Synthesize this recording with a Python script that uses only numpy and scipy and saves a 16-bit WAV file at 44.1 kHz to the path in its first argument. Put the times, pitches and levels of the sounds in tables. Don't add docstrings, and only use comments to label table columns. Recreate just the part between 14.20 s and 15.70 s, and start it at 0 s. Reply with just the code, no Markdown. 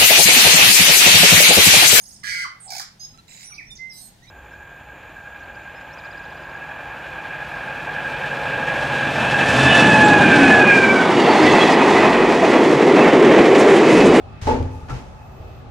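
import sys
import numpy as np
from scipy import signal
from scipy.fft import rfft, irfft
from scipy.io import wavfile
from scipy.ndimage import uniform_filter1d

SR = 44100
rng = np.random.default_rng(int(sys.argv[2]) if len(sys.argv) > 2 else 0)


def unload_audio(sound):
    columns = np.transpose(np.atleast_2d(sound))
    steps = np.round(np.clip(columns, -1, 1) * 32767)
    wavfile.write(sys.argv[1], SR, steps.astype(np.int16))


def how_loud(loudness_db):
    steps = np.asarray(loudness_db, float) / 20
    return 10 ** steps


N = 66150

# pitch_hz, level_db (per Hz)
HUM_SPECTRUM = [(12, -51), (20, -12), (96, -1), (326, -19.5), (414, -21), (849, -19), (920, -27.5),
                (2530, -38.5), (11500, -60), (15000, -94), (22000, -120)]
# pitch_hz, width_hz, level_db (rms)
DUCT_RESONANCES = [(50.6, 8.3, -53.5), (125, 31, -48.5), (247, 15, -56.5), (382.6, 9.8, -56),
                   (638, 85, -61), (820, 130, -61), (1224, 320, -56.5), (2583, 110, -63.5)]
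# time_s, level_db
MACHINE_LOAD = [(0, -2), (.2, -1), (.6, -1.5), (.9, 2.5), (1.0, -3.5), (1.15, -2.5), (1.3, -3.5), (1.5, -3)]
# time_s, centre_hz, level_db
DRIVE_PATH = [(0.901, 13600, -85), (1.03, 13600, -69), (1.151, 14400, -65.5), (1.28, 14200, -66.5),
              (1.4, 14200, -67), (1.5, 13900, -98)]
# start_s, level_db, hold_s, t60_s, tilt_db_per_octave
RATTLES = [(0.213, -39, 0.076, 0.25, 4.5), (0.268, -30.5, 0.05, 0.52, -0.5), (0.31, -59, 1, 2.7, 2.5),
           (0.508, -71.5, 0.025, 1.5, 14.5), (0.683, -38.5, 0.033, 0.11, -2.),
           (0.695, -48, 0.015, 0.57, 5.5), (0.737, -44.5, 0.04, 0.28, 0)]
# pitch_hz, level_db (per Hz)
RATTLE_SPECTRUM = [(590, -4.5), (1000, 2.5), (1240, -3), (2020, -7), (2110, -8), (3020, -12.5), (4010, -17),
                   (6290, -20), (11500, -45.5), (15000, -78), (22000, -120)]
# start_s, level_db, hold_s, t60_s
BANGS = [
    (0.232, -39, 0.05, .2),
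    (0.27, -23, 0.1, 0.19),
    (0.402, -30, 0.0081, 0.81),
    (0.694, -37.5, 0.061, 0.27),
]
# pitch_hz, level_db (per Hz)
BANG_SPECTRUM = [(100, 1), (170, -10), (242, -13.5), (318, -3.5), (462, -2), (540, -7), (774, -14),
                 (863, 2.5), (1100, -42), (1430, -47), (2420, -120)]
# start_s, level_db
TICKS = [
    (.128, -35),
    (.4285, -16),
]
# start_s, level_db, contact_ms
WALL_THUDS = [(.224, -28.5, 0.67), (.259, -18, 2.4), (.300, -51, 6), (.345, -22.5, 0.72), (.402, -20, 0.68),
              (.462, -20, 6), (.555, -27.5, 2.8), (.63, -30, 0.67), (1.2, -35, 0.74)]
# pitch_hz, level_db, t60_s
WALL_MODES = [(26.4, -25, 1.6), (71, -38, 0.91), (86.2, 1.5, 0.46), (102.45, -3.5, 0.6), (142, -9, 0.4)]
# start_s, level_db, contact_ms
FRAME_BLOWS = [(.280, -33, .1)]
# pitch_hz, level_db, t60_s
FRAME_MODES = [(869, -4, 3.0), (870.8, -4, 1.1)]
# start_s, level_db, contact_ms
LATCH_BLOWS = [(.686, -40, 0.11), (.693, -44, 0.043), (.705, -40.5, 0.041), (.728, -43.5, 0.048)]
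# pitch_hz, level_db, t60_s
LATCH_MODES = [(762, -4, 0.19), (1040, -12, 0.19), (1157, 0.5, .15), (1250, -1, 0.13), (1344, 3, 0.095),
               (1430, -2, 0.085), (1694, -1, 0.056), (1880, -14, 0.085)]
# start_s, level_db, contact_ms
LOCK_BLOWS = [(.7035, -25, 1.5), (.7115, -23, 1.3), (.727, -25, 1.2), (.744, -29.5, 0.93)]
# pitch_hz, level_db, t60_s
LOCK_MODES = [(55.6, -4, 0.21), (80, -11, 0.44), (129.6, 0.5, 0.2), (247, -23.5, 0.45), (424, -15, 0.15)]
# start_s, level_db, contact_ms
EDGE_BLOWS = [
    (.2245, -41, 0.95),
    (.2695, -19.5, 0.1),
]
# pitch_hz, level_db, t60_s
EDGE_MODES = [(274, -4, 0.11), (489, -4, .2), (570, -16, 0.043), (720, -1.5, 0.11), (1070, -10, 0.035)]
# start_s, level_db, contact_ms
SKIN_BLOWS = [(.276, -20.5, 0.11), (.290, -16.5, 0.11), (.311, -18, 0.31), (.338, -27.5, 0.091)]
# pitch_hz, level_db, t60_s
SKIN_MODES = [(870, -0.5, 0.19), (902, -3, 0.25), (904, -15, 0.31)]
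# start_s, level_db, contact_ms
PANEL_BLOWS = [(.274, -22, 0.44), (.281, -24.5, 0.42), (.289, -25.5, 0.39), (.308, -26.5, 0.33),
               (.330, -26.5, 0.71), (.348, -46, 1.9), (.362, -33.5, 2.4), (.402, -35.5, 1.4)]
PANEL_HZ = [235, 261, 338, 386, 455, 485, 546, 583, 657, 737]
# level_db, t60_s
PANEL_RINGS = [(-6.5, 0.47), (-3.5, 0.753), (-5.5, 0.36), (-0.5, 0.23), (-1.5, 0.26), (-1.5, 0.66),
               (-5.5, 0.75), (-6, 0.28), (-12, 0.11), (-12, 0.11)]

HUM_DB, SWELL_DB, FLICKER_DB = -39.5, 0.7, 1.5
LOAD_HZ = 200
DRIVE_WIDTH_HZ = 900
AIR_HZ, AIR_WIDTH_HZ, AIR_DB, AIR_RATTLE_DB = 12900, 6600, -80.5, -33.5
RATTLE_ATTACK_S, RATTLE_GRAIN_DB = 0.003, 0.5
TICK_HZ, TICK_S = 2600, 0.00006
CAR_T60_S, CAR_DB = 0.14, -9.5
DOOR_PAN_DB = 3.5
WIDE_HZ, WIDE_SLOPE = 1290, 0.48
NOTCH_HZ, NOTCH_WIDTH_HZ, NOTCH_DB = 12120, 490, -44
PORT_LOW_HZ, PORT_TOP_HZ = 22.5, 15350
T = np.arange(N) / SR
F = np.maximum(np.fft.rfftfreq(N, 1 / SR), 1)


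def unit(x):
    return x / np.sqrt(np.mean(x ** 2))


def shape(x, db):
    return irfft(rfft(x) * how_loud(db), N)


def spectrum(points):
    hz, db = np.array(points).T
    return np.interp(np.log(F), np.log(hz), db)


def bump(hz, width_hz):
    return -20 * np.log10(1 + (2 * (F - hz) / width_hz) ** 2)


def wide(hz):
    return np.minimum(hz / WIDE_HZ, 1) ** WIDE_SLOPE


def noise():
    mid, side = rng.standard_normal((2, N))
    side = irfft(rfft(side) * wide(F), N)
    return np.array([mid + side, mid - side])


def walk(rate_hz):
    hold = int(SR / rate_hz)
    steps = np.repeat(rng.standard_normal(N // hold + 1), hold)
    return 2.36 * uniform_filter1d(uniform_filter1d(steps, hold), hold)[:N]


def envelope(start_s, level_db, hold_s, t60_s):
    t = np.maximum(T - start_s, 0)
    release_db = 60 * np.maximum(t - hold_s, 0) / t60_s
    return np.minimum(t / RATTLE_ATTACK_S, 1) * how_loud(level_db - release_db)


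def struck(blows, modes, scatter_db, spin):
    out = np.zeros((2, N))
    apart = rng.uniform(-0.039, 1, len(modes))
    luck = rng.standard_normal((len(blows), len(modes), 2))
    fade = np.arange(1024) / SR
    sides = np.array([[1], [-1]])
    for k, (hz, db, t60_s) in enumerate(modes):
        push = np.zeros(N + 1024, complex)
        for (start_s, level_db, contact_ms), (size, turn) in zip(blows, luck[:, k]):
            blow = np.exp(-fade * 1000 / max(contact_ms, .03))
            gain = how_loud(level_db + db + scatter_db * size) * np.exp(1j * spin * turn)
            i = int(start_s * SR)
            push[i:i + 1024] += blow / blow.sum() * gain
        pole = np.exp(2j * np.pi * hz / SR - np.log(1000) / (t60_s * SR))
        ring = signal.lfilter([1], [1, -pole], push[:N])
        out += (ring * np.exp(1j * wide(hz) * apart[k] * sides)).imag
    return out


def thin_air(sound):
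    return unit(shape(sound, bump(AIR_HZ, AIR_WIDTH_HZ)))


def hum():
    bands, duct = 0, 0
    swell = SWELL_DB * walk(0.53)
    load = np.interp(T, *np.array(MACHINE_LOAD).T)
    for hz in 30 * 2. ** np.arange(9):
        band = shape(noise(), spectrum(HUM_SPECTRUM) - 12 * np.log2(F / hz) ** 2)
        bands = bands + band * how_loud(swell + FLICKER_DB * walk(8.39) + load / (1 + hz / LOAD_HZ))
    for hz, width_hz, db in DUCT_RESONANCES:
        level_db = db + FLICKER_DB * walk(12.2) + load / (1 + hz / LOAD_HZ)
        duct = duct + how_loud(level_db) * unit(shape(noise(), bump(hz, width_hz)))
    return how_loud(HUM_DB) * unit(bands) + duct + how_loud(AIR_DB) * thin_air(noise())


def drive():
    time_s, centre_hz, level_db = np.array(DRIVE_PATH).T
    slow = unit(shape(rng.standard_normal((2, N)), bump(0, DRIVE_WIDTH_HZ)))
    carrier = np.sin(2 * np.pi * np.cumsum(np.interp(T, time_s, centre_hz)) / SR)
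    return slow * carrier * how_loud(np.interp(T, time_s, level_db))


def walls():
    return struck(WALL_THUDS, WALL_MODES, 0.87, 0.42)


def rattles():
    grains = noise() * how_loud(RATTLE_GRAIN_DB * walk(700))
    air = thin_air(grains)
    out = 0
    for start_s, level_db, hold_s, t60_s, tilt in RATTLES:
        body = unit(shape(grains, spectrum(RATTLE_SPECTRUM) + tilt * np.log2(F / 2000)))
        metal = body + how_loud(AIR_RATTLE_DB + 2.5 * tilt) * air
        out = out + envelope(start_s, level_db, hold_s, t60_s) * metal
    return out


def bangs():
    return sum(envelope(*row) for row in BANGS) * unit(shape(noise(), spectrum(BANG_SPECTRUM)))


def ticks():
    out = 0
    for start_s, level_db in TICKS:
        t = np.maximum(T - start_s, 0)
        out = out + how_loud(level_db) * np.sin(2 * np.pi * TICK_HZ * t) * np.exp(-t / TICK_S)
    return out


def latch():
    return struck(LATCH_BLOWS, LATCH_MODES, 3.7, 2.27)


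def lock():
    return struck(LOCK_BLOWS, LOCK_MODES, 0.95, 0.097)


def frame():
    return struck(FRAME_BLOWS, FRAME_MODES, 0, 0)


def doors():
    panel_modes = [(hz, *ring) for hz, ring in zip(PANEL_HZ, PANEL_RINGS)]
    panels = struck(PANEL_BLOWS, panel_modes, 2.5, 1.5)
    edges = struck(EDGE_BLOWS, EDGE_MODES, 0.84, 0.58)
    skin = struck(SKIN_BLOWS, SKIN_MODES, 0.79, 0.14)
    return panels + edges + skin


def car_echo(sound):
    tail = noise()[:, :SR // 2] * how_loud(-60 * T[:SR // 2] / CAR_T60_S)
    tail = tail / np.sqrt((tail ** 2).sum(axis=1, keepdims=True))
    return signal.fftconvolve(sound, tail, axes=1)[:, :N]


def scene():
    sharp = doors() + latch() + lock()
    echo = how_loud(CAR_DB) * car_echo(sharp)
    direct = sharp * how_loud(np.array([[.5], [-.5]]) * DOOR_PAN_DB)
    return hum() + drive() + walls() + rattles() + bangs() + ticks() + frame() + echo + direct


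def low_pass(x):
    return signal.sosfilt(signal.butter(12, 15810, fs=SR, output="sos"), x)


def record(dry):
    hz = np.maximum(np.fft.rfftfreq(2 * N, 1 / SR), 1)
    notch = NOTCH_DB * np.exp(-((hz - NOTCH_HZ) / NOTCH_WIDTH_HZ) ** 2)
    low_cut = -10 * np.log10(1 + (PORT_LOW_HZ / hz) ** 4)
    top_cut = -np.maximum(hz - PORT_TOP_HZ, 0) / 25
    mirrored = np.hstack([dry, dry[:, ::-1]])
    mix = irfft(rfft(mirrored) * how_loud(notch + low_cut + top_cut))[:, :N]
    return low_pass(mix)


dry = scene()
out = record(dry)
unload_audio(out)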